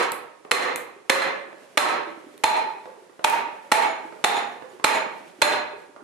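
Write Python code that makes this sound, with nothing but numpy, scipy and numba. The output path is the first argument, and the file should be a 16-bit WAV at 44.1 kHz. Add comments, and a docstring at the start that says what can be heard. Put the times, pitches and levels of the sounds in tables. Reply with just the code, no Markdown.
"""Knocking a paint roller sleeve off its cage

In a bare room, a hand gives the sleeve a sharp tap about every 0.6 s. Each blow skids it along
the wires and rings its hollow core and the steel frame; once bared, the wire cage rings out too.
Between blows the pole knocks, the wires tick and squeak, and a shirt swishes softly.
A limiter turns the sound down on every tap, then lets the room's ring swell back up."""
import sys
import numpy as np
from scipy import signal
from scipy.fft import rfft, irfft
from scipy.io import wavfile
from numba import njit

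SR = 44100
rng = np.random.default_rng(int(sys.argv[2]) if len(sys.argv) > 2 else 0)


def file_out(sig):
    """Save sig as 16-bit WAV at sys.argv[1]."""
    # one column per channel
    cols = np.atleast_2d(sig).T
    # limit, then scale
    lim = np.clip(cols, -1, 1)
    pcm = np.round(lim * 32767).astype(np.int16)
    wavfile.write(sys.argv[1], SR, pcm)


N = 266099

# Levels are relative. A "t60" is the time a sound takes to fade by 60 dB.
# The room's steady hush. Each row: frequency in Hz, level in dB.
HUSH_COLOUR = [(25, -18), (120, 4.5), (360, -24.5), (550, -28), (950, 7), (1730, -2), (3100, -6),
               (6000, -8.5), (10500, -9.5), (13000, -29)]
# How long the room rings. Each row: frequency in Hz, t60 in seconds.
ROOM_FADE_TIMES = [(100, 0.83), (400, 0.76), (1000, 0.64), (2200, 0.62), (4500, 0.47), (8000, 0.28),
                   (13000, 0.26)]
# The tone of that ring. 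Each row: frequency in Hz, level in dB.
ROOM_TAIL_COLOUR = [(50, -36.5), (130, -3), (300, -3.5), (1000, 2.5), (3000, -3), (6000, -0.5), (13000, 6)]
# The shirt's swish. Each row: frequency in Hz, level in dB.
SHIRT_COLOUR = [(60, -48), (180, -7), (350, -15), (550, -1), (900, -14.5), (2000, -15.5), (5000, -26.5),
                (10500, -29.5), (13500, -39.5)]
# Handling grows as the roller gets top-heavy, then settles. Each row: time in seconds, level in dB.
GRIP_EFFORT = [(0, -13.5), (2.7, 0.5), (3.05, -6.5), (4.2, -1), (6.03, -3.5)]
# The loose pole and handle knock. Each row: start in seconds, level in dB.
POLE_KNOCKS = [(.449, -28.5), (1.5285, -30), (2.856, -28), (3.096, -39), (3.1932, -27), (4.1241, -27.5),
               (4.623, -26.5), (4.7976, -29), (5.9624, -29.5)]
# The dull tone of a knock. Each row: frequency in Hz, level in dB.
POLE_COLOUR = [(60, -26), (200, -9), (380, 0), (900, -3), (1800, -10), (4000, -24), (10000, -40),
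               (14000, -60)]
# Wires snap against the sleeve. Each row: start in seconds, level in dB.
WIRE_TICKS = [(.1192, -20), (.7593, -19), (2.378, -42), (3.298, -16)]
# The bright tone of a tick. Each row: frequency in Hz, level in dB.
WIRE_TICK_COLOUR = [(1000, -2), (4000, -6), (6000, -16.5), (8000, -3), (11000, -6.5), (14500, -13.5)]
# Wires squeak inside the sleeve. Each row: start in seconds, length in seconds, level in dB.
WIRE_SQUEAKS = [(3.854, 0.1, -44), (4.347, 0.048, -34.5), (4.692, 0.018, -53), (4.92, 0.063, -33)]
# The tones in a squeak. Each row: pitch in Hz, level in dB.
SQUEAK_TONES = [(6925, -4), (9490, -15)]
# The steel frame's ringing tones. Each row: pitch in Hz, level in dB, t60 in seconds.
FRAME_TONES = [(2510, 1, 0.042), (3570, -2, 0.07), (4100, 5, 0.03), (4190, -4.5, 0.19), (5000, -19, 0.3),
               (6960, -13, 0.25)]
# The hand lands, the sleeve skids, then catches. 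Each row: delay in seconds, level in dB, t60 in seconds.
SKID_CONTACTS = [(0, -3, 0.045), (.0022, -6.5, 0.018), (.0037, 0.5, 0.017)]
# The crack of hand and sleeve. Each row: frequency in Hz, level in dB.
CRACK_COLOUR = [(40, -11.5), (120, -17.5), (250, -5.5), (420, 0.5), (750, -2), (1150, -0.5), (1480, -4),
                (1800, -1.5), (2500, -5), (3800, -11.5), (4800, -17.5), (9000, -18), (12000, -26),
                (14000, -51)]
# The taps. Pitches shift as the sleeve creeps up; a square blow jolts the frame more than a glancing one. #
# Each row: start in seconds, level in dB, frame jolt in dB, pitch of the air in the sleeve in Hz, # level of
# that air in dB, core pitch in Hz, cage pitch in Hz (before the wires are bared, another tone of the sleeve).
HAND_TAPS = [(-.1, 0, -21, 475, -8.5, 1200, 930), (0.5118, 2, -18, 483.5, -10.5, 2020, 1187),
             (1.0955, 3, -18, 533, -9, 1985, 1730), (1.773, 2.5, -18.5, 589, -12.5, 1224, 903),
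             (2.4366, -3, -14, 646, -11, 2360, 898), (3.2418, -3, -26.5, 606, -17, 2466, 898),
             (3.7166, -0.5, -21, 666, -10, 2260, 869.6), (4.2410, -1.5, -18.5, 731, -13.5, 3650, 842),
             (4.8410, -0.5, -19, 640, -15, 2356, 888), (5.4168, -0.5, -12.5, 596, -7, 1594, 897)]
# The left microphone's tone against the right. Each row: frequency in Hz, level in dB.
LEFT_MIC_COLOUR = [(60, -4.5), (200, -4.5), (600, -3.5), (1500, -1.5), (7000, -1), (13000, -1.5)]


def gain(db):
    """Turn decibels into a number to multiply by."""
    return 10 ** (np.asarray(db) / 20)


def clock(seconds):
    """The time of each sample in a stretch of sound."""
    return np.arange(int(seconds * SR)) / SR


def unit(x):
    """Scale a sound so its energy is 1."""
    return x / np.sqrt(np.sum(x ** 2, axis=-1, keepdims=True))


def lookup(points, hz):
    """Read between the rows of a frequency table, with octaves evenly spaced."""
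    row_hz, value = np.transpose(points)
    return np.interp(np.log(np.maximum(hz, 1)), np.log(row_hz), value)


def colour(x, points, tilt_db=0, size=2048):
    """Filter a sound to a table's tone, adding tilt_db for each octave up."""
    hz = np.maximum(np.fft.rfftfreq(size, 1 / SR), 20)
    curve_db = lookup(points, hz) + tilt_db * np.log2(hz / np.mean(hz))
    cepstrum = irfft(np.log(gain(curve_db)))
    # fold it so the filter never rings before the sound arrives
    cepstrum[1:size // 2] *= 2
    cepstrum[size // 2 + 1:] = 0
    response = irfft(np.exp(rfft(cepstrum)))
    return signal.fftconvolve(np.atleast_2d(x), response[None], axes=-1)[:, :x.shape[-1]]


def add(track, start_s, sound):
    """Mix a sound into a track, as far as it fits."""
    start = int(round(start_s * SR))
    a, b = max(start, 0), min(start + sound.shape[-1], track.shape[-1])
    if b > a:
        track[..., a:b] += sound[..., a - start:b - start]


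def noise(count, shared):
    """Left and right noise; shared runs from 0 (unrelated) to 1 (the same)."""
    white = rng.standard_normal((3, count))
    return np.sqrt(shared) * white[0] + np.sqrt(1 - shared) * white[1:]


def fade(t, t60):
    """Die away by 60 dB in t60 seconds."""
    return np.exp(-np.log(1000) * t / t60)


def ping(t, hz, t60, rise_s=0.0018):
    """One fading tone of a struck object."""
    return unit(np.sin(2 * np.pi * hz * t) * fade(t, t60) * (1 - np.exp(-t / rise_s)))


def hush(level_db=-60):
    """The room's faint, steady noise."""
    return gain(level_db) * np.sqrt(N) * unit(colour(noise(N, 0.067), HUSH_COLOUR))


def room(tail_db, early_db, early_t60=0.1, shared=0.17, build_s=0.0081):
    """Bare walls give quick, dense echoes, then a tail whose treble dies first."""
    t = clock(1)
    hz = np.fft.rfftfreq(len(t), 1 / SR)
    spectrum = rfft(noise(len(t), shared))
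    band_hz, band_t60 = np.transpose(ROOM_FADE_TIMES)
    tail = 0
    for share, t60 in zip(np.eye(len(band_hz)), band_t60):
        band = lookup(np.column_stack([band_hz, share]), hz)
        tail = tail + irfft(spectrum * band, len(t)) * fade(t, t60)
    onset = 1 - np.exp(-t / build_s)
    early = unit(noise(len(t), shared) * fade(t, early_t60) * onset)
    return gain(tail_db) * colour(unit(tail * onset), ROOM_TAIL_COLOUR) + gain(early_db) * early


def in_room(sound, echo):
    """A sound followed by the room's ring."""
    heard = signal.fftconvolve(sound * np.ones((2, 1)), echo, axes=-1)
    add(heard, 0, sound)
    return heard


def grip_db(time_s):
    """How hard the grip works at a given time."""
    return np.interp(time_s, *np.transpose(GRIP_EFFORT))


def shirt_rustle(level_db=-53, lag_s=0.19, width_s=0.39, flutter_db=2.5, flutters=130):
    """The shirt swishes unevenly as the arm swings back after each tap."""
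    t = np.arange(N) / SR
    swings = sum(np.exp(-.5 * ((t - start - lag_s) / width_s) ** 2) for start, *_ in HAND_TAPS)
    flutter = np.interp(t, np.linspace(0, t[-1], flutters), rng.standard_normal(flutters))
    cloth = np.sqrt(N) * unit(colour(noise(N, 0.33), SHIRT_COLOUR))
    return cloth * swings * gain(level_db + grip_db(t) + flutter_db * flutter)


def grip_bumps(echo, per_second=16, hz=373, level_db=-16.5, spread_db=4, detune=0.207):
    """The handle shifts in the grip: soft, dull bumps at uneven times."""
    out, t = np.zeros(N), clock(.12)
    for k, (late, size, pitch) in enumerate(rng.standard_normal((160, 3))):
        start = (k + late / 2) / per_second
        bump = ping(t, hz * np.exp(detune * pitch), t60=0.067)
        add(out, start, gain(level_db + grip_db(start) + spread_db * size) * bump)
    return in_room(out, echo)[:, :N]


def clicks(events, tone, echo, t60, boost_db, tilt_db=0):
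    """Parts knock or tick together: short bursts of noise in the tone of what is hit."""
    out, t = np.zeros((2, N)), clock(0.11)
    for start, db in events:
        burst = unit(colour(noise(len(t), 0.31) * fade(t, t60), tone, tilt_db))
        add(out, start, gain(boost_db + db) * in_room(burst, echo))
    return out


def wire_squeaks(echo, waver_hz=35):
    """Wires rub and sing thinly as the sleeve settles."""
    out = np.zeros((2, N))
    for start, length, db in WIRE_SQUEAKS:
        t = clock(length)
        drift_hz = waver_hz * np.interp(t, np.linspace(0, length, 20), rng.standard_normal(20))
        waver = np.cumsum(drift_hz) / SR
        tone = sum(gain(part_db) * np.sin(2 * np.pi * (hz * t + waver)) for hz, part_db in SQUEAK_TONES)
        add(out, start, gain(db) * in_room(tone * np.sin(np.pi * t / length), echo))
    return out


def cage_ring(t, tap_s, hz, bare_s=2.27, bare_db=3, muted_db=-11.5, loss_db_per_s=3.5, detune_hz=15):
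    """The cage's curved wires differ a little in pitch, so their ring wobbles."""
    # the sleeve mutes them until it slips past the curve; then the ring weakens tap by tap
    db = bare_db - loss_db_per_s * (tap_s - bare_s) if tap_s > bare_s else muted_db
    return gain(db) * unit(ping(t, hz - detune_hz, t60=0.12) + ping(t, hz + detune_hz, t60=0.042))


def rebounds(t, ringing, rattle_s=.034, swing_back_s=.11, level_db=-17, loss_db_per_s=48.5):
    """The sleeve rattles, then the roller swings back on its axle; both scuff and ring it again."""
    out = np.zeros(len(t))
    for lag in np.array([rattle_s, swing_back_s]) * np.exp(.1 * rng.standard_normal(2)):
        scuff = unit(colour(rng.standard_normal(len(t)) * fade(t, t60=0.14), CRACK_COLOUR))[0]
        add(out, lag, gain(level_db - loss_db_per_s * lag) * (gain(-3) * scuff + ringing))
    return out


def sleeve_skid(t, chatter_db=-18, chatter_t60=0.13):
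    """The sleeve skids in a few quick, gritty jerks, then the wires chatter."""
    grit = gain(chatter_db) * unit(noise(len(t), 0.99) * fade(t, chatter_t60))
    for lag, db, t60 in SKID_CONTACTS:
        add(grit, lag, gain(db) * unit(noise(len(t), 0.32) * fade(t, t60)))
    return unit(grit)


def hand_taps(force_db=27, catch_s=.0028, palm_hz=100, core_db=-9, crack_tilt_db=0.98):
    """Each blow thumps and cracks; as the sleeve catches, its air, core, cage and frame ring."""
    out, t = np.zeros((2, N)), clock(0.37)
    frame = sum(gain(db) * ping(t, hz, t60) for hz, db, t60 in FRAME_TONES)
    # the walls hear the crack from every side, so its grit evens out to one clean snap
    snap = unit(colour(signal.unit_impulse(len(t)), CRACK_COLOUR, crack_tilt_db))
    for start, db, jolt_db, air_hz, air_db, core_hz, cage_hz in HAND_TAPS:
        air = gain(air_db) * ping(t, air_hz, t60=0.086)
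        core = gain(core_db) * ping(t, core_hz, t60=.011)
        ringing = air + core + cage_ring(t, start, cage_hz) + gain(jolt_db) * frame
        thump = gain(1.5 + 2 * jolt_db) * ping(t, palm_hz, t60=0.059)  # grows faster than the jolt
        body = thump + rebounds(t, ringing)
        add(body, catch_s, ringing)
        crack = unit(colour(sleeve_skid(t), CRACK_COLOUR, crack_tilt_db))
        # roller and arm move between blows, so each blow gets its own echoes
        heard = signal.fftconvolve(body + snap, room(tail_db=-7, early_db=-15), axes=-1)
        add(heard, 0, body + crack)
        add(out, start, gain(force_db + db) * heard)
    return out


def scene():
    """Taps and small handling sounds over the room's hush."""
    echo = room(tail_db=-1.5, early_db=-32)
    taps = hand_taps()
    ticks = clicks(WIRE_TICKS, WIRE_TICK_COLOUR, gain(-5) * echo, t60=0.013, boost_db=18.5)
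    knocks = clicks(POLE_KNOCKS, POLE_COLOUR, echo, t60=0.03, boost_db=16, tilt_db=-1.5)
    return taps + ticks + knocks + grip_bumps(echo) + wire_squeaks(echo) + shirt_rustle() + hush()


@njit
def follow_peaks(sizes, attack, release):
    """Track the level: jump up with each peak, then sink slowly."""
    out, level = np.empty(len(sizes)), 1e-9
    for i, size in enumerate(sizes):
        level = level + (size - level) * attack if size > level else level * release
        out[i] = level
    return out


def record(dry, ceiling=0.9, attack_s=0.000083, release_db_per_s=85, low_cut_hz=95, top_hz=14600):
    """The left microphone is weaker; a limiter ducks both sides; deep bass and top treble are cut."""
    mics = np.vstack([gain(-1.2) * colour(dry[0], LEFT_MIC_COLOUR), dry[1:]])
    ahead = int(.004 * SR)  # the limiter listens ahead, so a blow keeps its shape
    sizes = np.pad(np.abs(mics).max(axis=0)[ahead:], (0, ahead))
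    peak = follow_peaks(sizes, 1 - np.exp(-1 / (attack_s * SR)), float(gain(-release_db_per_s / SR)))
    ducked = mics * np.minimum(1, ceiling / peak)
    rounded = 1.05 * np.tanh(ducked / 1.05)  # soften the peaks
    thinned = signal.sosfilt(signal.butter(2, low_cut_hz, "highpass", fs=SR, output="sos"), rounded)
    return signal.sosfilt(signal.ellip(8, .2, 80, top_hz, fs=SR, output="sos"), thinned)


dry = scene()
out = record(dry)
file_out(out)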